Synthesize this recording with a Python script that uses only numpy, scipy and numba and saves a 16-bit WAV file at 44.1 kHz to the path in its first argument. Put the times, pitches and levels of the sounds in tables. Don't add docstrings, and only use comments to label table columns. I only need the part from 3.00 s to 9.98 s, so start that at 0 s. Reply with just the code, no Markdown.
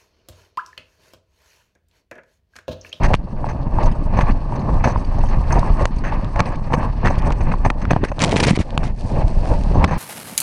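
import sys
import numpy as np
from scipy import signal
from scipy.fft import rfft, irfft, next_fast_len
from scipy.io import wavfile
from scipy.ndimage import uniform_filter1d
from numba import njit

SR = 44100
rng = np.random.default_rng(int(sys.argv[2]) if len(sys.argv) > 2 else 0)


def wav_record(signal):
    frames = np.transpose(np.atleast_2d(signal))
    bounded = np.clip(frames, -1, 1)
    quanta = np.round(bounded * 32767).astype(np.int16)
    wavfile.write(sys.argv[1], SR, quanta)


N = 307818
TIME = np.arange(N) / SR


def undb(db):
    return 10 ** (np.asarray(db) / 20)


def unit(x):
    return x / np.sqrt(np.mean(x ** 2))


def curves(table):
    times, *columns = np.transpose(table)
    return [np.interp(TIME, times, column) for column in columns]


def add(out, start, x):
    i = int(start * SR)
    out[i:i + len(x)] += x[:N - i]


def colour(x, points):
    size = next_fast_len(len(x) // 2 + 2 ** 10) * 2
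    hz, db = np.transpose(points)
    freq = np.maximum(np.fft.rfftfreq(size, 1 / SR), 1)
    gain = undb(np.interp(np.log(freq), np.log(hz), db))
    cepstrum = irfft(np.log(gain))
    cepstrum[1:size // 2] *= 2
    cepstrum[size // 2 + 1:] = 0
    return irfft(rfft(x, size) * np.exp(rfft(cepstrum)))[:len(x)]


def band(x, low_hz, high_hz):
    return signal.sosfilt(signal.butter(4, [low_hz, high_hz], btype="band", fs=SR, output="sos"), x)


@njit
def resonate(x, hz, width):
    out, band_state, low_state = np.empty(len(x)), 0., 0.
    for i in range(len(x)):
        tuning, damping = np.tan(np.pi * hz[i] / SR), width / hz[i]
        passed = (band_state + tuning * (x[i] + 1e-18 - low_state)) / (1 + tuning * (tuning + damping))
        band_state = 2 * passed - band_state
        low_state += 2 * tuning * passed
        out[i] = damping * passed
    return out


def wander(rate):
    hold = int(SR / rate)
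    steps = np.repeat(rng.standard_normal(N // hold + 1), hold)
    return unit(uniform_filter1d(uniform_filter1d(steps, hold), hold)[:N])


def steady(x, span):
    window = int(span * SR)
    power = uniform_filter1d(uniform_filter1d(x ** 2, window), window)
    return x / np.sqrt(power + 1e-12)


def swells(times, halves, levels_db):
    shape, fall_ratio = 1.94, 0.91
    power = np.zeros(N)
    for when, half, db in zip(times, halves, levels_db):
        near = slice(*np.searchsorted(TIME, [when - 6 * half, when + 6 * half]))
        away = (TIME[near] - when) / half
        power[near] += undb(db) ** 2 * np.exp(-np.maximum(-away, away / fall_ratio) ** shape)
    return power


def burst(source, start, length, rise, fall):
    i = int(start * SR)
    piece = np.take(source, np.arange(i, i + 2 ** 13), mode="wrap")
    t = np.arange(len(piece)) / SR
    attack = 1 - np.exp(-t / rise)
    decay = np.exp(-.6 * t / length - np.maximum(t - length, 0) / fall)
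    return piece * attack * decay


def sized(x, length, db):
    return x * undb(db) * np.sqrt(length * SR / np.sum(x ** 2))


def patter(rate, spread_db):
    sizes = undb(spread_db * np.minimum(rng.exponential(size=N), 5))
    lands = rng.random(N) < rate / SR
    return unit(lands * sizes * rng.standard_normal(N))


def pings(strikes, hz, cycles):
    pole = np.exp((2j * np.pi - 1 / cycles) * hz / SR)
    return signal.lfilter([0, pole.imag], [1, -2 * pole.real, abs(pole) ** 2], strikes + 1e-18)


def bubbles(rate, spread_db, cycles, size=N):
    out = np.zeros(size)
    pitches = np.geomspace(300, 10800, 44)
    for hz in pitches:
        when, chance, sign = rng.random((int(rate * size / SR / len(pitches)), 3)).T
        strength = undb(spread_db * np.minimum(-np.log1p(-chance), 3.5))
        strikes = np.bincount((when * size).astype(int), np.sign(sign - .5) * strength, size)
        out += hz * pings(strikes, hz, cycles)
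    return unit(out)


# (frequency [Hz], gain [dB])
CASE_EQ = [(150, 6.5), (400, -6), (590, 2), (740, 0), (900, 0), (1120, -7), (1350, -24), (1750, -16),
           (2500, -29), (3300, -37), (4400, -32), (6300, -43), (7200, -52.5), (9500, -50.5)]


def through_case(x):
    return colour(x, CASE_EQ)


# (frequency [Hz], width [Hz], boost [dB])
CASE_RESONANCES = [(538, 98, 3.5), (888, 75, 2), (1240, 170, 4.5), (2542, 340, 7.5), (4360, 250, 6),
                   (6190, 150, 6.5), (8020, 400, 14), (8830, 340, 14)]


def case_ring(x, drift):
    tuning = np.ones(len(x)) + 0.013 * drift
    out = x
    for hz, width, db in CASE_RESONANCES:
        out = out + (undb(db) - 1) * resonate(x, hz * tuning, float(width))
    return out


# (time [s], rush [dB], buffet [dB], mist [dB])
FLOW = [(0, -30, -26, -63), (.13, -63, -37, -53), (.19, -42, -31, -64.5), (.6, -34.5, -23, -60.5),
        (1.46, -36, -27, -58.5), (2.06, -35.5, -25, -56), (2.64, -31, -23.5, -51), (2.93, -40, -28, -57.5),
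        (3.62, -38.5, -27, -57.5), (4.42, -39.5, -27, -57.5), (4.77, -35.5, -28.5, -60),
        (5.16, -45, -34, -59), (5.22, -23, -18, -54), (5.56, -39, -30, -61), (5.65, -42, -43, -59),
        (5.96, -46.5, -31, -62), (6.05, -35, -23, -54.5), (6.98, -33, -21.5, -52)]


def flow():
    return [undb(db) ** 2 for db in curves(FLOW)]


# (time [s], half length [s], rush [dB], buffet [dB], extra spray [dB])
CRESTS = [(0.048, 0.041, -26, -18.5, 4.5), (0.112, 0.017, -28, -16.5, 3.5), (0.473, 0.063, -33, -34, -1.5),
          (0.832, 0.064, -25.5, -20, 0), (1.189, 0.061, -27, -19, -0.5), (1.296, 0.023, -24, -19, 1),
          (1.57, 0.033, -29.5, -18, -2.5), (1.711, 0.062, -26.5, -18.5, -7.5),
          (1.887, 0.062, -27, -26.5, 1.5), (2.183, 0.042, -33.5, -23, 0), (2.346, 0.023, -30.5, -24.5, 5),
          (2.555, 0.033, -23, -19.5, -0.5), (2.675, 0.029, -27, -22, 0.5), (2.814, 0.025, -22, -23, -0.5),
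          (3.084, 0.076, -41, -27, 4), (3.143, 0.026, -25.5, -29, 2), (3.236, 0.044, -34, -23.5, 0),
          (3.392, 0.023, -23.5, -23, -2), (3.501, 0.069, -31.5, -26.5, 2), (3.774, 0.064, -28.5, -19.5, 1),
          (3.842, 0.036, -26, -22.5, 1), (4.087, 0.046, -27.5, -16, 6), (4.185, 0.032, -32.5, -31, 5.5),
          (4.279, 0.035, -23.5, -16.5, 1), (4.403, 0.029, -33.5, -23.5, 2), (4.497, 0.033, -28.5, -17, 5),
          (4.662, 0.019, -31.5, -19, 6.5), (4.84, 0.018, -35, -21, 8.5), (4.931, 0.034, -33.5, -19.5, 8),
          (5.033, 0.042, -36.5, -21.5, 8.5), (5.476, 0.039, -35, -17, 9), (5.607, 0.0055, -32, -9, 0),
          (5.774, 0.068, -32.5, -25.5, -2), (5.859, 0.043, -35, -21, 3), (6.12, 0.027, -35, -30, -12),
          (6.19, 0.057, -25, -20, -2), (6.509, 0.048, -22.5, -29, -5.5), (6.78, 0.045, -25.5, -15, -4),
          (6.827, 0.016, -20, -14, -6), (6.948, 0.03, -33.5, -29, 9)]


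def crests():
    when, half, rush_db, buffet_db, spray_db = np.transpose(CRESTS)
    return [swells(when, half, db) for db in (rush_db, buffet_db, rush_db + spray_db)]


# (time [s], rumble level [dB])
HEADWIND = [(0, -14.5), (.2, -23), (.48, -22.5), (.75, -16.5), (.97, -20.5), (1.2, -11), (1.62, -27),
            (2.1, -26.5), (3.0, -18), (3.6, -21.5), (4.3, -16.5), (4.6, -14.5), (5.12, -25), (5.48, -28),
            (5.65, -31), (5.78, -17.5), (5.98, -22), (6.45, -12.5), (6.98, -21)]
# (time [s], half length [s], rumble level [dB])
GUSTS = [(0.073, 0.059, -12.5), (0.88, 0.028, -9), (1.342, 0.024, -12), (1.768, 0.044, -8.5),
         (1.978, 0.022, -10), (2.316, 0.19, -11.5), (2.582, 0.044, -11.5), (2.729, 0.014, -7),
         (2.832, 0.017, -12.5), (6.26, 0.045, -14), (6.773, 0.032, -10)]
# (frequency [Hz], gain [dB])
RUMBLE_EQ = [(8, -46), (18, 3), (27, 6.5), (42, -2), (65, -12), (110, -26), (300, -80.5)]
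# (frequency [Hz], gain [dB])
BUFFET_EQ = [(40, -4.5), (75, 0), (140, -0.5), (200, -6), (280, -11), (420, -20), (900, -65), (3000, -78.5)]


def wind():
    headwind_db, = curves(HEADWIND)
    rumble_gain = np.sqrt(undb(headwind_db) ** 2 + swells(*np.transpose(GUSTS)))
    _, flow_buffet, _ = flow()
    _, crest_buffet, _ = crests()
    rumble = steady(colour(rng.standard_normal(N), RUMBLE_EQ), span=0.14)
    rumble = np.interp(TIME - 0.0012 * rumble, TIME, rumble)
    shedding = np.sqrt(1 + rumble ** 2)
    puffs = rng.standard_normal(N) * shedding * undb(2.6 * wander(70))
    buffet = steady(colour(puffs, BUFFET_EQ), span=0.07)
    return rumble * rumble_gain + buffet * np.sqrt(flow_buffet + crest_buffet)


# (time [s], gain at 1150 Hz [dB])
RUSH_EDGE = [(0, 1.5), (1.2, 6), (3.2, 9), (5, 3), (6.1, -8.5), (6.6, -5.5), (6.95, 11)]


def wake():
    churn = 1.52 * rng.standard_normal(N) + bubbles(rate=2800, spread_db=4, cycles=0.77)
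    churn *= undb(2.0 * wander(55))
    inside = case_ring(through_case(churn), drift=wander(6))
    edge_db, = curves(RUSH_EDGE)
    edge = (undb(edge_db) - 1) * signal.lfilter(*signal.iirpeak(1150, 2.5, fs=SR), inside)
    rush = steady(band(inside + edge, 308, 1870) * undb(2.6 * wander(90)), span=0.052)
    froth = steady(band(inside, 1452, 3000) * undb(2.2 * wander(57)), span=0.068)
    coarse_mist = band(inside, 2970, 5660) * undb(2.1 * wander(35))
    fine_mist = band(inside, 5500, 9440) * undb(4.7 * wander(35))
    mist = steady((coarse_mist + fine_mist) * undb(1.7 * wander(56)), span=0.091)
    droplets = unit(band(through_case(patter(rate=100, spread_db=2.0)), 1900, 9000))
    flow_rush, _, flow_mist = flow()
    crest_rush, _, spray = crests()
    flow_froth = undb(-22.5) ** 2 * flow_rush + undb(5) ** 2 * flow_mist
    rush_gain = np.sqrt(flow_rush + crest_rush)
    froth_gain = np.sqrt(flow_froth + undb(-13.5) ** 2 * spray)
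    mist_gain = np.sqrt(flow_mist + undb(-28) ** 2 * spray)
    return rush * rush_gain + froth * froth_gain + (mist + undb(-14) * droplets) * mist_gain


# (time [s], level [dB])
DRIZZLE = [(5.6, -75), (5.66, -62), (5.82, -63), (5.92, -66), (6.02, -52.5), (6.3, -58.5), (6.49, -48),
           (6.64, -53), (6.84, -60), (6.93, -75), (6.98, -61)]
# (frequency [Hz], gain [dB])
DRIZZLE_EQ = [(1500, -15.5), (2800, -4), (4700, 3.5), (6500, -4), (9800, -6.5)]


def drizzle():
    level_db, = curves(DRIZZLE)
    sizzle = unit(colour(patter(rate=1500, spread_db=0), DRIZZLE_EQ))
    return sizzle * undb(level_db + 2.2 * wander(45))


# (time [s], length [s], level [dB])
SPATTERS = [(.04, .018, -47), (.084, .01, -44), (0.102, .008, -51), (0.45, .01, -50), (0.829, 0.016, -41.5),
            (0.914, .016, -47), (1.308, 0.018, -43.5), (1.592, 0.031, -50), (1.968, 0.014, -49),
            (2.042, 0.013, -44.5), (2.068, 0.0087, -53.5), (2.212, .01, -44), (2.257, 0.02, -48),
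            (2.817, .012, -44), (2.96, .008, -48), (2.983, .008, -43.5), (3.456, .014, -41.5),
            (3.487, 0.0048, -47), (3.52, 0.0068, -56), (3.554, .008, -47), (3.73, 0.0098, -46),
            (3.978, .008, -52), (4.06, 0.025, -39), (4.181, 0.015, -41), (4.247, 0.0086, -50),
            (4.518, 0.0097, -42), (4.552, .008, -55), (4.582, .008, -51)]
# (frequency [Hz], gain [dB])
SPATTER_EQ = [(700, -19), (2700, 5.5), (3400, -4.5), (4600, 3.5), (5400, -7), (6300, -2.5), (7200, -19),
              (8500, -9.5), (9800, -18.5)]


def spatters():
    out = np.zeros(N)
    drops = steady(bubbles(rate=2600, spread_db=2.5, cycles=9.2, size=2 * SR), span=0.012)
    shifts = np.exp(0.032 * rng.standard_normal(len(SPATTERS)))
    for (start, length, db), shift in zip(SPATTERS, shifts):
        tint = [(hz * shift, gain_db) for hz, gain_db in SPATTER_EQ]
        cluster = burst(drops, start, length, rise=0.00084, fall=.003)
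        add(out, start, sized(colour(cluster, tint), length, db))
    return out


# (time [s], peak [dB], starting pitch [Hz], decay [cycles])
PLOPS = [(0.4428, -11, 836, 1.7), (.7862, -7.5, 836, 2.6), (1.1917, -12, 930, 3), (1.523, -15, 880, 3.3),
         (1.9597, -10, 960, 2.5), (2.2375, -14, 810, 1.6), (2.6301, -13, 980, 3), (3.7233, -10, 880, 1.9),
         (4.032, -15.5, 900, 2.5), (4.5393, -10.5, 980, 1.9), (4.7014, -19, 1125, 2),
         (6.826, -15, 900, 2.2), (6.839, -10.5, 942, 5)]


def plops():
    out = np.zeros(N)
    t = np.arange(2 ** 11) / SR
    rise_cycles, glide = 0.31, 5.6
    for start, db, hz, decay_cycles in PLOPS:
        turns = hz * t * (1 + glide * t)
        envelope = (1 - np.exp(-turns / rise_cycles)) * np.exp(-turns / decay_cycles)
        tone = -np.sin(2 * np.pi * turns) * envelope
        add(out, start, undb(db) * tone / np.max(np.abs(tone)))
    return out


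# (time [s], peak [dB], pitch [Hz])
THUMPS = [(.122, -4.5, 71), (0.836, -4.5, 70), (1.188, -6, 85.5), (1.697, -14, 95), (1.729, -17, 69),
          (1.856, -4.5, 100), (1.957, -10.5, 65), (1.976, -12, 101), (2.192, -9, 110), (2.372, -7.5, 101),
          (2.586, -4.5, 99), (2.703, -7, 90), (2.829, -6.5, 69), (3.39, -9.5, 111), (3.738, -13, 101),
          (4.179, -5, 65), (4.302, -6.5, 75), (4.411, -5, 85), (4.88, -6, 85), (4.915, -4.5, 125),
          (5.222, -7, 200), (5.328, -10, 160), (5.349, -8, 171), (5.425, -10, 120), (5.473, -13, 150),
          (5.532, -8.5, 140), (6.772, -7, 110), (6.798, -8.5, 121)]


def thumps():
    out = np.zeros(N)
    t = np.arange(2 ** 12) / SR
    decay_cycles = 0.39
    for start, db, hz in THUMPS:
        swing = np.sin(2 * np.pi * hz * t) * np.exp(-t * hz / decay_cycles)
        add(out, start, undb(db) * swing / np.max(swing))
    return out


# (time [s], length [s], level [dB], extra spatter [dB], extra fizz [dB])
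SPLASHES = [(0.032, 0.034, -20.5, 16, 17), (0.102, 0.034, -20, -10, -18), (0.486, 0.03, -32, 17, 17),
            (0.825, 0.046, -23.5, -8, 4), (0.857, 0.013, -33.5, 17, 26.5), (1.167, 0.042, -23.5, 10.5, 9),
            (1.208, 0.016, -21.5, 14.5, 14.5), (1.267, 0.038, -31, 12, -3), (1.554, .013, -38, 15, 23),
            (1.839, 0.014, -17.5, 15, 15.5), (1.853, 0.033, -19, 2, 5), (1.878, 0.047, -36.5, 12, 25.5),
            (2.183, 0.01, -27.5, 5, 15), (2.285, 0.012, -36, 14, 20), (2.504, 0.027, -22, 11, -17),
            (2.523, 0.0036, -25.5, -3, 44), (2.553, 0.034, -18, 2, -4), (2.586, 0.0072, -24, 5, 13),
            (2.808, 0.02, -20.5, -5, -3), (2.852, 0.003, -15, 4, 8), (3.037, 0.062, -27.5, 15.5, 10),
            (3.36, 0.0046, -20, -1, 6), (3.391, 0.0087, -13, 11, 11), (3.451, 0.042, -29, 11, 4),
            (3.731, 0.02, -15.5, 6.5, 7.5), (4.046, 0.04, -19, 13.5, 9), (4.1, 0.012, -23.5, 0, 12),
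            (4.177, .016, -34.5, 12, 5), (4.405, 0.013, -28, 12, 12), (4.516, 0.0075, -19.5, 13.5, 1),
            (4.648, 0.016, -15.5, 7.5, 5.5), (4.701, 0.0025, -15.5, 15, 4), (4.814, 0.015, -34.5, 17, 20),
            (4.905, 0.012, -14.5, 12, 12), (4.921, 0.035, -38, 12, 9), (4.962, 0.0016, -16, -12, -16),
            (5.036, 0.016, -27.5, 26, 19), (5.082, 0.014, -35.5, 22, 24), (5.116, 0.005, -18.5, 6, 5.5),
            (6.74, 0.052, -34, -11, 10), (6.845, 0.0052, -19, 3, -4), (6.875, 0.026, -31.5, 18, 17),
            (6.908, 0.033, -20.5, 6, 3.5)]


def splashes():
    out = np.zeros(N)
    bubbling = bubbles(rate=7000, spread_db=1.5, cycles=1.44, size=2 * SR)
    drops = steady(bubbling + 0.46 * rng.standard_normal(2 * SR), span=0.013)
    for start, length, db, spatter_db, fizz_db in SPLASHES:
        volley = burst(drops, start, length, rise=.0012, fall=.003)
        inside = case_ring(through_case(volley), drift=rng.standard_normal())
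        spatter_eq = [(950, 0), (1500, spatter_db), (2800, spatter_db)]
        fizz_eq = [(4500, fizz_db - 6), (5600, fizz_db), (6300, fizz_db + 10.5),
                   (7300, fizz_db - 5), (9500, fizz_db - 6.5)]
        add(out, start, sized(colour(inside, spatter_eq + fizz_eq), length, db - .3))
    return out


# (time [s], level [dB], pitch [Hz], crack brightness [dB])
SLAPS = [(0.136, -5.5, 1150, 0), (0.142, -1.5, 1050, -8), (0.1409, -3, 2400, -27), (.149, -9.5, 2880, -18),
         (0.153, -18, 2700, -4), (1.19, -2.5, 805, -8), (1.2096, -10.5, 1580, -12), (1.742, -30, 4500, -5),
         (1.8428, -4.5, 1020, -5), (1.867, -10.5, 654, -6), (1.875, -4.5, 830, -3), (1.8793, -12, 850, -11),
         (2.594, -21.5, 4800, -3), (2.8546, -14, 2520, -8), (2.8553, -7, 1370, 9.5),
         (3.246, -25.5, 3470, -9), (3.3603, -12, 1190, 1), (3.4038, -0.5, 1210, 1), (3.404, -6.5, 3600, -7),
         (3.7378, -12, 1840, -18), (3.7385, -3.5, 1030, -3.5), (4.0579, -8.5, 1400, -6),
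         (4.073, -5.5, 1500, -17), (4.082, -11, 1200, -5), (4.1088, -9.5, 796, -10), (4.157, -28, 2970, -3),
         (4.222, -26, 2630, -1), (4.305, -24, 3200, -7), (4.307, -11, 1060, -16), (4.322, -19, 2600, -1),
         (4.326, -19, 2580, -2), (4.662, -4.5, 675, -15), (4.7021, -5.5, 2160, -11),
         (4.7035, -6.5, 1190, -0.5), (4.853, -13.5, 1360, -6), (4.9085, -12.5, 1280, -3),
         (4.9164, -3, 610, -7), (4.933, -8, 795, -3), (4.963, -4, 710, -6.5), (5.033, -4.5, 310, -5),
         (5.039, -8.5, 594, 7), (5.0528, -14, 452, 6), (5.184, -15, 900, -8), (5.193, -11.5, 3600, -13),
         (5.204, -10.5, 2600, -9), (5.209, -10, 2000, -8), (5.227, -8, 4500, -7), (5.2283, -11, 620, 2),
         (5.2595, -17, 4300, 1), (5.267, -21, 4300, -4), (5.2695, -19, 350, -2), (5.279, -17, 1000, 7),
         (5.294, -14, 3200, 1), (5.312, -15, 3500, -3), (5.321, -8, 2700, -8), (5.3608, -8, 3400, -4),
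         (5.367, -4, 2600, -7), (5.438, -2.5, 2210, 3), (5.45, -16, 2600, 0), (5.4685, -14, 4500, 8),
         (5.5, -15, 2100, 0), (5.533, -17, 298, 2), (5.558, -19, 2500, -9), (5.566, -16, 2500, -6),
         (5.589, -20, 2800, -3), (5.612, -22, 2400, -2), (5.219, -4, 2960, 4.5), (5.2394, -3, 3540, 5),
         (5.247, -4, 3680, -2), (5.327, -5, 396, 1), (5.3304, -11, 320, 2), (5.341, -7, 524, 5),
         (5.35, -18, 280, -2), (5.3615, -4, 400, 5), (5.403, -2.5, 2640, 0), (5.428, -6, 500, 8),
         (5.434, -8, 1900, 6), (5.468, -10, 330, 7), (5.473, -8, 450, 0), (5.482, -7, 493, 20),
         (5.507, 1, 177, -6), (5.574, -8, 393, -4), (5.591, -6, 238, 5), (5.602, -11, 266, 11),
         (5.706, -22.5, 3280, -26), (5.7768, -5, 1030, 2), (5.7775, -7, 2770, -6), (5.833, -17, 1300, 0),
         (5.839, -18, 1200, 1), (6.01, -30, 3470, -5), (6.281, -25, 4540, -2), (6.457, -19.5, 1620, -4),
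         (6.637, -23.5, 3970, 2), (6.7563, -8, 700, -15), (6.842, -2, 1020, 5.5), (6.8459, -4, 1340, 6.5)]


def slaps():
    out = np.zeros(N)
    t = np.arange(2 ** 11) / SR
    for start, db, hz, bright_db in SLAPS:
        pocket = np.sin(2 * np.pi * hz * t) * np.exp(-t * hz / 0.91)
        crack_eq = [(0.15 * hz, -6), (0.24 * hz, 0), (2 * hz, 0), (3 * hz, -11),
                    (5 * hz, -19), (8 * hz, -34), (16 * hz, -50)]
        crack = colour(rng.standard_normal(len(t)) * np.exp(-t / 0.0014), crack_eq)
        crack = colour(crack / np.max(np.abs(crack)), [(1800, 0), (4000, bright_db)])
        push = -np.sin(2 * np.pi * 110 * t) * np.exp(-t / 0.0034) / (1 + (hz / 1800) ** 4)
        muffle_db = min(bright_db, 0) * np.clip(1000 / hz, 0, 1) ** 4
        hit = colour(2.1 * pocket + crack, [(2.5 * hz, 0), (1.5 * hz, muffle_db)])
        add(out, start, undb(db) * (hit / np.max(np.abs(hit)) + 1.12 * push))
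    return out


def gurgle():
    out = np.zeros(N)
    t = np.arange(2 ** 11) / SR
    first_s, last_s, count = 5.2, 5.505, 56
    for k, (jitter, pitch, softness) in enumerate(rng.random((count, 3))):
        hz = 240 * 3.6 ** pitch
        bubble = np.sin(2 * np.pi * hz * t * (1 + 6 * t)) * np.exp(-t * hz / 0.92)
        start = first_s + (last_s - first_s) * (k + jitter) / count
        add(out, start, bubble * undb(-8 - 26 * softness))
    return out


# (time [s], length [s], level [dB])
SHEETS = [(5.045, 0.0056, -28), (5.189, 0.02, -34), (5.207, 0.028, -24), (5.235, 0.0085, -20.5),
          (5.251, 0.083, -37), (5.31, 0.016, -29), (5.33, 0.038, -39), (5.356, 0.028, -26),
          (5.381, 0.041, -35.5), (5.3975, 0.0083, -19.5), (5.425, 0.025, -20.5), (5.462, 0.048, -22.5),
          (5.515, 0.042, -41.5), (5.551, 0.014, -29.5), (5.587, 0.032, -33), (5.62, 0.015, -48),
          (5.827, 0.054, -40)]
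# (frequency [Hz], gain [dB])
PORT_EQ = [(200, -16), (900, 11), (1400, 4), (2200, 9), (3200, 2), (6000, -2.5), (7500, -7.5), (10000, -9)]


def drench():
    out, draining = np.zeros(N), np.zeros(N)
    bubbling = bubbles(rate=5500, spread_db=2.3, cycles=2.8, size=SR)
    crackle = steady(bubbling + .5 * patter(rate=3800, spread_db=2.0)[:SR], span=0.012)
    for start, length, db in SHEETS:
        sheet = colour(burst(crackle, start, length, rise=0.0093, fall=0.0039), PORT_EQ)
        add(out, start, sized(sheet, length, db + 0.16))
        add(draining, start, undb(db) * burst(np.ones(N), start, length, rise=0.0041, fall=0.034))
    fizz = unit(colour(bubbles(rate=2200, spread_db=2, cycles=1.0), PORT_EQ))
    return out + fizz * draining * undb(-10)


def scene():
    ride = wind() + thumps() + wake()
    water = splashes() + slaps() + drench() + gurgle() + drizzle() + plops() + spatters()
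    return (ride + water)[None]


def record(dry):
    overloaded = np.clip(dry, -.86, .86)
    top_hz = 9980
    return signal.sosfilt(signal.ellip(10, .2, 70, top_hz, fs=SR, output="sos"), overloaded)


dry = scene()
out = record(dry)
wav_record(out)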